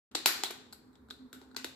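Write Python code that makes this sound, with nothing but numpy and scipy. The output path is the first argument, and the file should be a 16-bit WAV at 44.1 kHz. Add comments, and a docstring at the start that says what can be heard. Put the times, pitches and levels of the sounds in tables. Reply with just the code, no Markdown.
"""In a quiet, bare room, a parrot close by bites at a piece of hard food.
Each bite is a burst of tiny breaks that makes the beak ring; now and then the beak slips and scrapes.
The bird and its cage scatter these sounds, and the walls echo them.
Behind it all, an appliance hums unevenly over faint room noise."""
import sys
import numpy as np
from scipy import signal
from scipy.fft import rfft, irfft
from scipy.io import wavfile
from scipy.ndimage import uniform_filter1d

SR = 44100
rng = np.random.default_rng(int(sys.argv[2]) if len(sys.argv) > 2 else 0)


def generate_wav(sig):
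    """Save sig (samples, or channels by samples) to the path in sys.argv[1] as 16-bit PCM at SR."""
    pcm = np.round(np.clip(np.atleast_2d(sig).T, -1, 1) * 32767).astype(np.int16)
    wavfile.write(sys.argv[1], SR, pcm)


N = 77175

# Tone of the broad room noise: f/Hz, relative level/dB
NOISE_SHAPE = [(25, -11), (60, 1.5), (160, 4), (300, 3), (450, 1), (650, -9), (1000, -4), (1450, -7.5),
               (2200, -18), (3000, -37), (4000, -22.5), (6000, -32.5), (15000, -29)]
# Low drones in the room noise: f/Hz, width/Hz, level/dB
LOW_DRONES = [(71.4, 10, -74.5), (92.6, 7.7, -81), (223.7, 16, -68.5), (301.7, 17, -76), (420, 45, -72.5)]
# How the hum swells and fades, before HUM_BOOST_DB is added: t/s, level/dB
HUM_SWELLS = [(0.56, -67.5), (0.612, -63.5), (0.646, -69), (0.742, -75), (0.764, -80.5), (0.888, -61),
              (0.986, -81), (1.026, -59.5), (1.056, -85), (1.126, -59), (1.166, -82.5), (1.208, -55),
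              (1.266, -54), (1.292, -77.5), (1.372, -54.5), (1.408, -66.5), (1.632, -57.5), (1.75, -67.5)]
# One bite a row: t/s, level/dB, ring f/Hz; then, compared with the ring: head/dB, thud/dB, knock/dB,
# tick/dB, glint/dB, crack/dB; last: extra crack treble/dB, crumble time/ms, echo level/dB
BEAK_BITES = [ (0.1148, -32.5, 3240, -16, -10, 6, -10, -12, -1.5, -6, 4.3, 2),
              (0.1494, -8, 3704, 8, 1.5, -0.5, 5.5, -22, -15, -15, 3.6, -6),
              (0.1521, 5, 4060, -1, -10.5, -29, -9, -27.5, -5.5, -4, 0.95, 2.5),
              (.2580, -16, 4153, -8.5, -4.5, -4, -6.5, -10.5, -1, -11, 1, -1.5),
              (0.2595, 10, 4280, -7.5, -9.5, -5, -10.5, -1, 0, 1.5, 0.56, 5),
              (0.4357, 0.5, 3704, -0.5, 3, -16, -3.5, -8, 0.5, -1, 0.39, 0),
              (0.5049, -11.5, 3570, 8, -5, 1.5, -24.5, -14, -12, -23, 0.7, -0.5),
              (0.5083, -20, 4200, 2, 2, -3, 3, 5, 11, -1, 2.4, -1),
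              (0.7265, -17.5, 4400, -9.5, -16.5, -7.5, -6, -15, -7.5, 8, .7, 2),
              (0.7304, -13.5, 4290, -21, -4.5, -3.5, -4, -4, -25, -6, 1.9, -3),
              (.9305, -36.5, 3900, -5, 1, -2, -4, -12, -19, -1, 0.77, 4),
              (0.9552, -29.5, 3800, -21, 3, -11, -15, -26, -9, -20, 0.36, 0),
              (1.0867, -34.5, 3900, 0, 6, 7, -5, -16, -14, 7, .8, 8),
              (1.1031, -15.5, 4020, -1, -12.5, -34, -12.5, -22, -10.5, 1.5, 1.4, 5.5),
              (1.1081, -5, 3750, -11.5, -20, -1, -17, -20, -20, 0, 0.7, -8),
              (1.3294, -19, 3760, 5, -11.5, 7, -2, -2, -2.5, 0, 0.85, 4.5),
              (1.4153, -27.5, 4090, 12, 11, -6, -22, -13.5, -3, -4, 0.24, 2.5),
              (1.5140, -27, 4120, 8, -4, 4, -12, -22, -26, -9.5, 1.2, -1),
              (1.547, -29.5, 4070, 8, 12, 14, -9, -20, -3.5, -12, 0.443, -3),
              (1.5636, -19.5, 4370, -22, -1, -1, -16, -16, 6, -13, 0.94, 10.5),
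              (1.5656, 0, 4350, -6.5, -15, -6.5, -10.5, -9.5, -10.5, -4.5, 0.44, -4),
              (1.6445, -7.5, 3630, 10, -11, -3, -28, -5, -0.5, -2, 1, 0.5),
              (1.6456, -7, 3830, 11.5, -19, 1.5, -3, -21, -4, -4, 1.5, -3.5), ]
# Tone of the food cracking: f/Hz, relative level/dB
CRACK_SHAPE = [(200, -5.5), (400, -17.5), (1000, -5.5), (2200, -4.5), (3200, -6.5), (5300, -7.5),
               (6300, -8.5), (7100, -5), (9000, -13), (11000, -8), (15000, -16.5)]
# The late echo, band by band: f/Hz, time to fade by 60 dB/s, level/dB (also sets the early echoes)
ECHO_BANDS = [(150, .7, 0.5), (350, 1, 1), (860, 0.64, -2.5), (1730, 0.63, 0.5), (3900, 0.55, -0.5),
              (7362, 0.49, -2.5), (12400, 0.27, -2.5), (16000, .45, -6)]
# The beak slipping on the food: t/s, length/s, level/dB, f/Hz
BEAK_SCRAPES = [(0.4382, 0.015, 0, 3550), (0.454, 0.003, -11, 3780), (0.457, 0.0073, -4.5, 3970),
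                (0.486, 0.024, -19.5, 3974)]
# Pitches at which the head and the beak (the other four) ring: f/Hz, width/Hz
HEAD, THUD, KNOCK, TICK, GLINT = (366, 190), (846, 340), (1455, 307), (7680, 1000), (12380, 920)

HUM_BOOST_DB = 4


def undb(db):
    """Turn decibels into a number to multiply by."""
    return 10 ** (np.asarray(db) / 20)


def unit(x):
    """Scale to an energy of 1."""
    return x / np.sqrt(np.sum(x ** 2, axis=-1, keepdims=True))


def on_log(f, hz, values):
    """Join points with straight lines, giving every octave the same space."""
    return np.interp(np.log(f + 1), np.log(hz), values)


def peak(f, hz, width):
    """How strongly something rings at each frequency: 1 at hz, falling steeply to both sides."""
    return 1 / (1 + ((f ** 2 - hz ** 2) / (f * width)) ** 2)


def colour(x, points, size=512):
    """Shape a sound's tone to follow points of f/Hz, level/dB."""
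    log_gain = np.log(undb(on_log(np.fft.rfftfreq(size, 1 / SR), *np.array(points).T)))
    cepstrum = irfft(log_gain)
    cepstrum[1:size // 2] *= 2  # folded so that ringing comes after a hit, never before
    cepstrum[size // 2 + 1:] = 0
    return signal.fftconvolve(x, irfft(np.exp(rfft(cepstrum))))[:len(x)]


def pan(left_db):
    """Left and right gains that make the left side left_db louder."""
    return undb(np.array([[left_db], [-left_db]]) / 2)


def add(track, start, sound):
    """Mix a sound into a track at its start time."""
    i = int(start * SR)
    track[:, i:i + sound.shape[-1]] += sound


def wide_noise(alike_below_hz=480):
    """Stereo hiss, alike on both sides in the bass and unrelated in the treble."""
    mid, side = rfft(rng.standard_normal((2, N)))
    alike = .93 / (1 + (np.fft.rfftfreq(N, 1 / SR) / alike_below_hz) ** 2)
    shared = mid * np.sqrt(1 + alike)
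    opposite = np.array([[1], [-1]]) * side * np.sqrt(1 - alike)
    return irfft(shared + opposite, N) / np.sqrt(2)


def room_noise(hiss_db=-65):
    """Faint, broad noise with a few low drones in it."""
    f = np.fft.rfftfreq(N, 1 / SR)
    shape = undb(on_log(f, *np.array(NOISE_SHAPE).T))
    out = undb(hiss_db) * unit(irfft(rfft(wide_noise()) * shape, N))
    noise = rfft(wide_noise())
    for hz, width, db in LOW_DRONES:
        drone = irfft(noise / (1 + ((f - hz) / width * 2) ** 2), N)
        out += undb(db) * unit(drone)
    return out * np.sqrt(N)


def appliance_hum(hz=255.2, wander_hz=3.5, left_lead_rad=.6):
    """An appliance gives a low tone that wavers in loudness and a little in pitch."""
    t = np.arange(N) / SR
    drift = uniform_filter1d(rng.standard_normal(N), N // 20) * np.sqrt(N // 20)
    phase = 2 * np.pi * np.cumsum(hz + wander_hz * drift) / SR
    tone = np.sqrt(2) * np.sin([phase + left_lead_rad, phase])
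    level_db = HUM_BOOST_DB + np.interp(t, *np.array(HUM_SWELLS).T)
    return tone * undb(level_db) * pan(left_db=-2.5)


def food_breaking(crumble_ms, snaps_per_s=5000, crumble_share=0.57, even_over_hz=240.74, size=2048):
    """One snap, then a fading spray of smaller ones, evened out so that no pitch stands out."""
    t, f = np.arange(size) / SR, np.fft.rfftfreq(size, 1 / SR)
    spray = rng.standard_normal(size) * (rng.random(size) < snaps_per_s / SR) + 1e-9
    spray[:2] = 0
    force = np.sqrt(crumble_share) * unit(spray * np.exp(-t * 1e3 / crumble_ms))
    force[0] += np.sqrt(1 - crumble_share)  # the first snap
    power = uniform_filter1d(np.abs(rfft(force)) ** 2, int(even_over_hz / f[1]))
    return unit(colour(force, np.c_[f + 1, -10 * np.log10(power + 1e-9)]))


def bite(ring_hz, head_db, thud_db, knock_db, tick_db, glint_db, crack_db, treble_db, crumble_ms):
    """The food breaks with a broad crack and sets the beak and head ringing."""
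    size = 1024
    f = np.fft.rfftfreq(size, 1 / SR) + 1
    ring_width_hz = 1460 * 2 ** (crack_db / 21.5)  # a gentle nibble rings more purely
    rings = [(HEAD, head_db), (THUD, thud_db), (KNOCK, knock_db),
             ((ring_hz, ring_width_hz), 0), (TICK, tick_db), (GLINT, glint_db)]
    ring_power = sum((undb(db) * peak(f, hz, width)) ** 2 for (hz, width), db in rings)
    crack = undb(crack_db + on_log(f, *np.array(CRACK_SHAPE).T) + treble_db * (f > 9300))
    tone_db = 10 * np.log10(crack ** 2 + ring_power)
    return colour(food_breaking(crumble_ms), np.c_[f, tone_db], size=size)


def cage_scatter(scatter_db=0.5, fade_s=0.004):
    """A click arrives directly, followed by quick bounces off the bird and the bars."""
    t = np.arange(N // 100) / SR
    response = undb(scatter_db) * unit(wide_noise()[:, :len(t)] * np.exp(-t / fade_s))
    response[[0, 1], [0, 2]] += pan(left_db=4.5)[:, 0]  # the direct sound, 2 samples later on the right
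    return response


def wall_echo(gap_s=.007, early_db=-4, early_fade_s=0.026, late_db=-2):
    """The walls return a click as many early echoes, then a tail that dies sooner in the treble."""
    t, f = np.arange(N) / SR, np.fft.rfftfreq(N, 1 / SR)
    age, arrived = np.maximum(t - gap_s, 0), t > gap_s
    noise, centres, out = rfft(wide_noise()), np.array(ECHO_BANDS)[:, 0], 0
    early = undb(early_db) * unit(arrived * np.exp(-age / early_fade_s))
    for weights, (_, fade_s, db) in zip(np.eye(len(ECHO_BANDS)), ECHO_BANDS):
        band = irfft(noise * on_log(f, centres, weights), N)
        late = undb(late_db) * unit(arrived * np.exp(-np.log(1000) * age / fade_s))
        out = out + undb(db) * band * np.hypot(early, late)
    return out * pan(left_db=1.8)


def scrape(length_s, hz, width_hz=820, slips_per_s=2600, hiss_db=-24.5, size=2048):
    """A short swell of tiny slips keeps the beak ringing."""
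    f = np.fft.rfftfreq(size, 1 / SR) + 1
    swell = np.sin(np.pi * np.clip(np.arange(size) / SR / length_s, 0, 1))
    slips = rng.standard_normal(size) * (rng.random(size) < slips_per_s / SR) + 1e-9
    tone_db = 20 * np.log10(peak(f, hz, width_hz) + undb(hiss_db))
    return colour(unit(slips * swell), np.c_[f, tone_db])


def parrot(low_cut_hz=285):
    """All the bites and scrapes with their echo; the head moves, so each one scatters differently."""
    near, to_walls = np.zeros((2, 2 * N)), np.zeros((1, 2 * N))
    sounds = [(start, undb(db) * bite(*tone), echo_db) for start, db, *tone, echo_db in BEAK_BITES]
    sounds += [(start, undb(db) * scrape(length, hz), 0) for start, length, db, hz in BEAK_SCRAPES]
    for start, sound, echo_db in sounds:
        add(near, start, signal.fftconvolve(sound[None], cage_scatter()))
        add(to_walls, start, undb(echo_db) * sound)
    heard = near[:, :N] + signal.fftconvolve(to_walls[:, :N], wall_echo())[:, :N]
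    return signal.sosfilt(signal.butter(4, low_cut_hz, "high", fs=SR, output="sos"), heard)


def scene():
    """The parrot eats in front of the hum and the room noise."""
    return parrot() + appliance_hum() + room_noise()


def record(dry):
    """The sound comes in quickly after a moment of silence, with its highest treble cut away."""
    silence_s, fade_in_s, top_hz = 0.11, 0.0046, 15350
    fade_in = np.clip((np.arange(N) / SR - silence_s) / fade_in_s, 0, 1)
    return signal.sosfilt(signal.ellip(8, .2, 70, top_hz, fs=SR, output="sos"), dry * fade_in)


dry = scene()
out = record(dry)
generate_wav(out)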